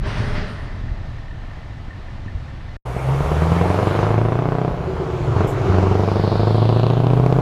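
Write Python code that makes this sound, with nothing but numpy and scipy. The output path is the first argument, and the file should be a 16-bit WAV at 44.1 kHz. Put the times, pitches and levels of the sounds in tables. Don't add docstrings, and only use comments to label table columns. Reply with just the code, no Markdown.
import sys
import numpy as np
from scipy import signal
from scipy.fft import rfft, irfft, next_fast_len
from scipy.io import wavfile
from scipy.ndimage import uniform_filter1d, map_coordinates

SR = 44100
rng = np.random.default_rng(int(sys.argv[2]) if len(sys.argv) > 2 else 0)


def wav_record(signal):
    frames = np.transpose(np.atleast_2d(signal))
    bounded = np.clip(frames, -1, 1)
    quanta = np.round(bounded * 32767).astype(np.int16)
    wavfile.write(sys.argv[1], SR, quanta)


def voltage_ratio(decibels):
    exponent = np.asarray(decibels, float) / 20
    return 10 ** exponent


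N = 326781


def unit(x):
    return x / np.sqrt(np.mean(x ** 2) + 1e-20)


def along(points, hz):
    f, v = np.transpose(points)
    return np.interp(np.log(hz + 1), np.log(f + 1), v)


def curves(rows):
    s, *cols = np.transpose(rows)
    return [np.interp(np.arange(N) / SR, s, c) for c in cols]


def swell(rows):
    t = np.arange(N) / SR
    gain = 0
    for full_at, hold, db, rise, fall in rows:
        before = np.clip(full_at - t, 0, None)
        after = np.clip(t - full_at - hold, 0, None)
        gain = gain + voltage_ratio(db - rise * before - fall * after)
    return gain


def wobble(rate):
    return map_coordinates(rng.standard_normal(int(N * rate / SR) + 4), [np.arange(N) * rate / SR])


def filtered(x, response):
    m = next_fast_len(N + SR // 2)
    return irfft(rfft(x, m) * response(np.fft.rfftfreq(m, 1 / SR)), m)[:N]


def modes(table):
    return lambda f: sum(voltage_ratio(db) * 1j * f * w / (c * c - f * f + 1j * f * w) for c, w, db in table)


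def patchy_noise(spectrum, patchy_db, gate=1):
    z = signal.stft(gate * rng.standard_normal(N), nperseg=512)[2]
    field = uniform_filter1d(rng.standard_normal(z.shape), size=6, axis=0)
    field = uniform_filter1d(field, size=12, axis=1)
    x = signal.istft(z * voltage_ratio(patchy_db * unit(field)), nperseg=512)[1][:N]
    return unit(filtered(x, lambda hz: voltage_ratio(along(spectrum, hz))))


def fuzzy_tone(hz, blur, steady):
    turn = 2 * np.pi * np.cumsum(hz * np.ones(N)) / SR
    return unit((steady + wobble(blur)) * np.cos(turn) + wobble(blur) * np.sin(turn))


# f/Hz, relative level per Hz/dB
WIND_COLOUR = [(12, -58), (20, 2.5), (39, -7.5), (125, -10), (168, -22.5), (300, -33.5), (400, -39),
               (520, -62), (880, -120)]
# t at full strength/s, hold/s, level/dB, rise/(dB/s), fall/(dB/s)
GUSTS = [(0, .4, -27, 50, 50), (.92, 0, -33, 130, 110), (2.26, .11, -38, 150, 110)]


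def wind():
    calm_db = -30.5
    strength = (voltage_ratio(calm_db) + swell(GUSTS)) * voltage_ratio(0.8 * wobble(6) + 1.3 * wobble(22))
    return strength * np.tanh(0.77 * patchy_noise(WIND_COLOUR, patchy_db=-0.5)) / .5


# f/Hz, relative level per Hz/dB
TRAFFIC_COLOUR = [(120, -6), (200, -10), (303, -9), (430, -14.5), (647, -9), (1540, -16.5), (1810, -19),
                  (2210, -19.5), (4090, -26), (7690, -42), (15000, -59.5)]


def traffic():
    return voltage_ratio(-42.5 + 0.67 * wobble(6.1)) * patchy_noise(TRAFFIC_COLOUR, patchy_db=0.5)


TICK_PATTERN = [0, -4, -3, -1, -3, -5, -4, -1]


def idling():
    tick_hz, start_s = 40, .108
    count = int(PAUSE[0] * tick_hz) + 1
    beat = np.arange(count) - len(TICK_PATTERN) // 2
    luck = rng.standard_normal((count, 2))
    at = np.round((start_s + beat / tick_hz + .001 * luck[:, 0]) * SR).astype(int)
    tick_db = np.take(TICK_PATTERN, beat % len(TICK_PATTERN)) + 1.8 * luck[:, 1]
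    ticks = np.bincount(at, voltage_ratio(tick_db), N)
    bursts = signal.fftconvolve(ticks, np.hanning(SR // 60), "same") * rng.standard_normal(N)
    ring = modes([(1810, 150, 8.0), (2010, 41, 4.9)])
    return voltage_ratio(-55.5) * unit(filtered(bursts, lambda f: ring(f) ** 2))


# t at full strength/s, hold/s, level/dB, rise/(dB/s), fall/(dB/s)
AXLES = [(.06, 0.13, -26.5, 396, 27), (.355, 0.03, -33, 300, 150)]
# f/Hz, relative level per Hz/dB
PASSING_COLOUR = [(70, -22), (120, -2.5), (200, -5.5), (350, -15), (425, -8), (500, -19.5), (615, -8.5),
                  (700, -19), (900, -17), (1950, -18), (2350, -24.5), (3400, -27.5), (5300, -33),
                  (8000, -52.5), (11000, -103)]
# t at full strength/s, hold/s, level/dB, rise/(dB/s), fall/(dB/s)
FLICKERS = [(.07, 0.28, -59.5, 899, 148), (.49, .03, -64.5, 301, 124), (.625, .01, -70, 200, 190)]
# f/Hz, relative level per Hz/dB
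FLICKER_COLOUR = [(6000, -42), (8200, -3), (9200, 1), (10200, -12), (11000, -17), (12800, -16),
                  (15000, -40)]


def passing():
    body = swell(AXLES) * voltage_ratio(0.7 * wobble(30)) * patchy_noise(PASSING_COLOUR, patchy_db=1.3)
    return body + swell(FLICKERS) * patchy_noise(FLICKER_COLOUR, patchy_db=2.2)


# t/s, peak level/dB, width/s
KNOCKS = [(0.205, -13, 0.0017), (0.918, -15, 0.0061), (2.263, -21, 0.0013), (2.354, -15, 0.0038)]


def knocks():
    t = np.arange(N) / SR
    total = 0
    for s, db, width in KNOCKS:
        u = (t - s) / width
        total = total - voltage_ratio(db) * (1 - u ** 2) * np.exp(-.5 * u ** 2)
    return total


# t at full strength/s, hold/s, level/dB, rise/(dB/s), fall/(dB/s)
SINGING = [(.38, 0.18, -48, 40, 40)]


def singing():
    return swell(SINGING) * fuzzy_tone(1944, blur=350, steady=0)


def verge():
    return wind() + traffic() + idling() + passing() + knocks() + singing()


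# t/s, firing rate/Hz
SPEED = [(2.85, 60.19), (3.2, 69.55), (3.5, 82.54), (3.8, 95.44), (4.1, 106.27), (4.35, 117.28),
         (4.55, 125.8), (4.68, 125.9), (5.0, 123.34), (5.36, 96.85), (5.5, 97.65), (5.65, 92.9),
         (5.8, 93.07), (6.0, 97.73), (6.3, 100.9), (6.5, 107.25), (6.8, 114.28), (7.1, 122.01),
         (7.41, 130.32)]


def crank():
    start = .62
    running = np.arange(N) >= SPEED[0][0] * SR
    return start + np.cumsum(curves(SPEED)[0] * running) / SR / len(CYLINDERS)


# t down/s, t up/s, crack level at first/dB, at full boost/dB, boost time constant/s
PULLS = [(2.82, 4.71, -22, -8.5, 0.51), (5.354, 5.455, -9, -3, 0.052), (5.665, 7.5, -9, -6, 0.24)]


def fuel():
    coast_db, pedal_s = -17, 0.024
    t = np.arange(N) / SR
    pedal, crack_db = 0, coast_db
    for on, off, first, full, build in PULLS:
        down = np.clip(np.minimum(t - on, off - t) / pedal_s + .5, 0, 1)
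        boosted_db = full + (first - full) * np.exp(-np.clip(t - on, 0, None) / build)
        pedal = pedal + down
        crack_db = crack_db + down * (boosted_db - coast_db)
    return pedal, crack_db


def echoes(x):
    t = np.arange(SR // 4) / SR
    tail = rng.standard_normal(len(t)) * voltage_ratio(-60 * t / 0.2) * (t > .002)
    return signal.fftconvolve(x, tail / np.linalg.norm(tail))[:N]


# place in the cycle/eighths, relative crack level/dB
CYLINDERS = [(0, 0), (.9, -15), (1.95, -14), (2.95, -20), (4.1, -2), (5.0, -3.5), (5.9, -17), (6.95, -16)]
# t/s, first, second, third crack level/dB (by place in the cycle:
# first half, fifth, rest), sharp tip level/dB, metal clatter level/dB, pipe ring level/dB
TURN = [(2.85, 0, 9, -1, -13, -51, -1), (3.7, 0, 3, -1, -6.5, -38, 9), (4.15, 0, 1.5, -1, -9, -46, 9),
        (4.6, -1.5, 2.5, -3.5, -10, -42, 6), (6.2, 0.8, 1.5, 3, -31, -35, 6.5),
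        (6.9, -2, 0, 1, -19.5, -25, 8), (7.3, 2.5, -5, 2, -38, -30.5, 8)]
RATTLES = [6.654, 6.69, 6.797, 6.832, 6.866, 6.901, 7.069, 7.103, 7.262, 7.325]
# f/Hz, width/Hz, relative level/dB
PIPE = [(151, 7.2, 2), (162, 11.6, 7.5), (288, 12.3, 3), (356.8, 30, 3), (438.5, 69, -3), (684, 140, -4.5),
        (1120, 370, -5.5)]


def exhaust(cycles):
    place, size_db = np.transpose(CYLINDERS)
    when = np.arange(int(cycles[-1]) + 1)[:, None] + place / len(CYLINDERS)
    keep = (when > cycles[0]) & (when < cycles[-1])
    cyl = np.nonzero(keep)[1]
    luck = rng.standard_normal((len(cyl), 3))
    at = np.interp(when[keep], cycles, np.arange(N)) + 3 * luck[:, 0]
    at = np.clip(np.round(at).astype(int), 0, N - 1)

    first_db, second_db, third_db, tip_db, clatter_db, ring_db = curves(TURN)
    half = len(CYLINDERS) // 2
    facing_db = np.select([cyl < half, cyl == half], [first_db[at], second_db[at]], third_db[at])
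    crack_db = size_db[cyl] + fuel()[1][at] + 0.6 * luck[:, 1] + facing_db
    fronts = np.bincount(at, voltage_ratio(crack_db), N)

    t = np.arange(-300, 301) / SR
    bell = lambda centre, width: np.exp(-.5 * ((t - centre) / width) ** 2)
    spread = lambda shape: signal.fftconvolve(fronts, shape, "same")
    dips = -spread(0.66 * bell(0, 0.00027)) - voltage_ratio(tip_db) * spread(bell(0, 0.000093))
    rebound = voltage_ratio(-7.5) * spread(bell(.003, .001))
    puffs = spread(bell(0, 0.00018) + 0.53 * bell(0.002, 0.0013))

    hard = np.min(np.abs(at[:, None] / SR - np.array(RATTLES)), axis=1) < .003
    uneven_db = np.where(hard, 11, 2.5 * luck[:, 2])
    ticks = np.bincount(at, fronts[at] * voltage_ratio(clatter_db[at] + uneven_db), N)
    clank = modes([(2560, 910, -1.8), (2790, 3000, -1.2), (4030, 2600, -1.8)])
    clatter = filtered(-ticks, lambda f: clank(f) ** 4)
    ringing = filtered(voltage_ratio(ring_db) * dips, modes(PIPE))
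    return clatter + dips + rebound + ringing + voltage_ratio(-1.5) * echoes(dips), puffs


# f/Hz, level/dB
PASSES = [(60, -34), (68, -27.5), (78, -17.5), (85, -21.5), (93, -22.5), (99, -26.5), (110, -16.5),
          (118, -25.5), (126, -25), (134, -12), (143, -20), (170, -17), (195, -36.5), (260, -45)]
# t/s, gain/dB
NEAR = [(2.85, -1.5), (4.6, -1.5), (5.8, 5.5), (6.6, -0.5), (7.2, 10), (7.41, 0.5)]
# t at full strength/s, hold/s, level/dB, rise/(dB/s), fall/(dB/s)
LOPE = [(4.7, 0.091, -34, 49, 12), (5.3, 0.027, -21.5, 86, 92), (5.6, 0.085, -25, 84, 196)]


def hum(cycles):
    octave_db, idle_db = -3, -16
    lag_from_hz, lag_per_hz = 104, .007
    tone = lambda order, lead: -2 ** .5 * np.cos(2 * np.pi * (order * cycles + lead))
    hz = curves(SPEED)[0]
    gain_db = curves(NEAR)[0] + idle_db * (1 - fuel()[0])
    lead = 0.094 - lag_per_hz * np.clip(hz - lag_from_hz, 0, None)
    firing = voltage_ratio(gain_db + along(PASSES, hz)) * tone(order=8, lead=lead)
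    octave = voltage_ratio(gain_db + octave_db + along(PASSES, 2 * hz)) * tone(order=16, lead=-0.22)
    uneven = swell(LOPE) * (tone(order=9, lead=-0.059) + voltage_ratio(-1.0) * tone(order=11, lead=-0.049))
    return firing + octave + uneven


# f/Hz, relative level per Hz/dB
GROUND_COLOUR = [(12, -20), (30, 0.5), (55, -1), (90, -19), (200, -100)]


def ground():
    return voltage_ratio(-34) * patchy_noise(GROUND_COLOUR, patchy_db=3.0)


# t/s, roar level before a 5 dB trim/dB, hiss level/dB
FLOW = [(2.86, -25, -50), (3.1, -21.5, -44.5), (3.44, -18, -42), (4.03, -16.5, -44), (4.23, -24, -50),
        (4.85, -25.5, -57.5), (5.05, -23, -58), (5.31, -22, -49), (5.4, -18, -46), (5.5, -22, -50),
        (5.72, -17.5, -44.5), (5.93, -20.5, -48), (6.09, -21, -50), (6.97, -26, -64), (7.39, -24.5, -56.5)]
# f/Hz, relative level per Hz/dB
ROAR_COLOUR = [(25, -9), (50, -10), (80, -7), (130, 0), (240, -16), (320, -11), (430, -7.5), (560, -8.5),
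               (900, -10.5), (1400, -16), (1900, -26), (3000, -29), (7000, -45.5), (12000, -89)]
# f/Hz, relative level per Hz/dB
HISS_COLOUR = [(1300, -39), (1800, 1), (2200, 3.5), (3000, -14), (5000, -15.5), (7000, -22.5),
               (10000, -22.5), (15000, -57)]


def roar_and_hiss(puffs):
    roar_db, hiss_db = curves(FLOW)
    flare = 1 + 2.2 * np.roll(puffs, SR // 700)
    roar = voltage_ratio(roar_db - 5) * patchy_noise(ROAR_COLOUR, patchy_db=1.2, gate=flare)
    return roar + voltage_ratio(hiss_db) * patchy_noise(HISS_COLOUR, patchy_db=3.0)


# t at full strength/s, hold/s, level/dB,
# rise/(dB/s), fall/(dB/s; negative goes on rising)
THIN_HISS = [(3.1, 0.78, -52.5, 20, 34), (5.95, 1, -60, 5, -2.5)]
# f/Hz, relative level per Hz/dB
THIN_HISS_COLOUR = [(3500, -26), (5800, -0.5), (7500, -2), (9300, -3), (11200, -5), (15000, -11.5)]


def thin_hiss():
    return swell(THIN_HISS) * patchy_noise(THIN_HISS_COLOUR, patchy_db=2.5)


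# t/s, low note f/Hz, low note level/dB, high note f/Hz, high note level/dB
SAG = [(4.72, 385, -50, 500, -44), (4.82, 382, -42, 490, -37), (4.91, 377, -28, 443, -35),
       (5.04, 372, -29, 425, -34), (5.16, 363, -29, 432, -39), (5.28, 347, -30, 435, -39),
       (5.36, 345, -42, 435, -45)]


def sagging_notes():
    low_hz, low_db, high_hz, high_db = curves(SAG)
    during = (np.arange(N) > SAG[0][0] * SR) & (np.arange(N) < SAG[-1][0] * SR)
    low = voltage_ratio(low_db) * fuzzy_tone(low_hz, blur=70, steady=1.5)
    high = voltage_ratio(high_db) * fuzzy_tone(high_hz, blur=90, steady=.3)
    return during * (low + high)


# t at full strength/s, hold/s, level/dB, rise/(dB/s), fall/(dB/s)
THROB = [(4.8, 1, -30, 60, 39)]


def throb():
    return swell(THROB) * fuzzy_tone(78.4, blur=35, steady=.6)


# t at full strength/s, hold/s, level/dB, rise/(dB/s), fall/(dB/s)
WHOOSH = [(5.2, 0.047, -62, 30, 10), (6.3, 0.49, -42.5, 30, 19)]
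# t/s, centre f/Hz, width/log units, lower band relative level/dB
TURBO = [(5.0, 7000, 0.16, -30), (5.6, 6250, 0.11, -24), (6.0, 4600, 0.25, -23), (6.2, 4200, 0.17, -18),
         (6.6, 4160, 0.15, -1), (6.85, 3900, 0.12, -3), (7.15, 3250, 0.25, 0), (7.41, 3020, 0.53, 0)]


def turbo_whoosh(puffs):
    chop_depth, chop_growth, lower_ratio = 1.3, 0.9, 0.73
    chop = chop_depth * np.exp(chop_growth * np.clip(np.arange(N) / SR - WHOOSH[-1][0], 0, None))
    hz, t, z = signal.stft((1 + chop * puffs) * rng.standard_normal(N), SR, nperseg=512)
    frame_at = np.clip((t * SR).astype(int), 0, N - 1)
    centre_hz, width, lower_db = (c[frame_at] for c in curves(TURBO))
    hump = lambda at_hz: np.exp(-.5 * (np.log((hz[:, None] + 1) / at_hz) / width) ** 2)
    band = hump(centre_hz) + voltage_ratio(lower_db) * hump(lower_ratio * centre_hz)
    band = band / np.sqrt(np.mean(band ** 2, axis=0))
    return swell(WHOOSH) * signal.istft(z * band, SR, nperseg=512)[1][:N]


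# t at full strength/s, hold/s, level/dB, rise/(dB/s), fall/(dB/s)
DRONE = [(5.38, 0.37, -31, 100, 60), (5.75, 0.071, -25, 85, 58)]


def hollow_drone():
    hollow = modes([(376.6, 38.0, 7.5), (413, 120, -25.0), (308, 36, 5.0)])
    return swell(DRONE) * unit(filtered(rng.standard_normal(N), lambda f: hollow(f) ** 2))


# t/s, hold/s, t60/s
VALVE = (5.472, .035, .15)


def air_puff():
    start, hold, t60 = VALVE
    since = np.arange(N) / SR - start
    burst = (since > 0) * voltage_ratio(-46.5 - 60 * np.clip(since - hold, 0, 1) / t60)
    jet = [(5000, -30), (7000, -5), (7800, -3.5), (9000, -12), (15000, -12.5)]  # f/Hz, level per Hz/dB
    return burst * unit(filtered(rng.standard_normal(N), lambda f: voltage_ratio(along(jet, f))))


def lorry():
    cycles = crank()
    pipe, puffs = exhaust(cycles)
    flow = ground() + roar_and_hiss(puffs) + thin_hiss() + sagging_notes() + throb()
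    flow = flow + turbo_whoosh(puffs) + hollow_drone() + air_puff()
    return pipe + hum(cycles) + flow


# t start/s, t end/s
PAUSE = (2.767, 2.851)


def scene():
    t = np.arange(N) / SR
    fade_in = np.clip((t - PAUSE[1]) / 0.0098, 0, 1)
    return (verge() * (t < PAUSE[0]) + lorry() * fade_in)[None]


def band_limit(x):
    return signal.sosfilt(signal.butter(12, 15170, fs=SR, output="sos"), x)


def record(dry):
    top, low_hz, high_hz = .99, 18, 15170
    heard = filtered(dry[0], lambda f: (f < high_hz) * 1j * f / (low_hz + 1j * f))
    clipped = heard / (1 + np.abs(heard / top) ** 40) ** (1 / 40)
    return band_limit(clipped[None])


dry = scene()
out = record(dry)
wav_record(out)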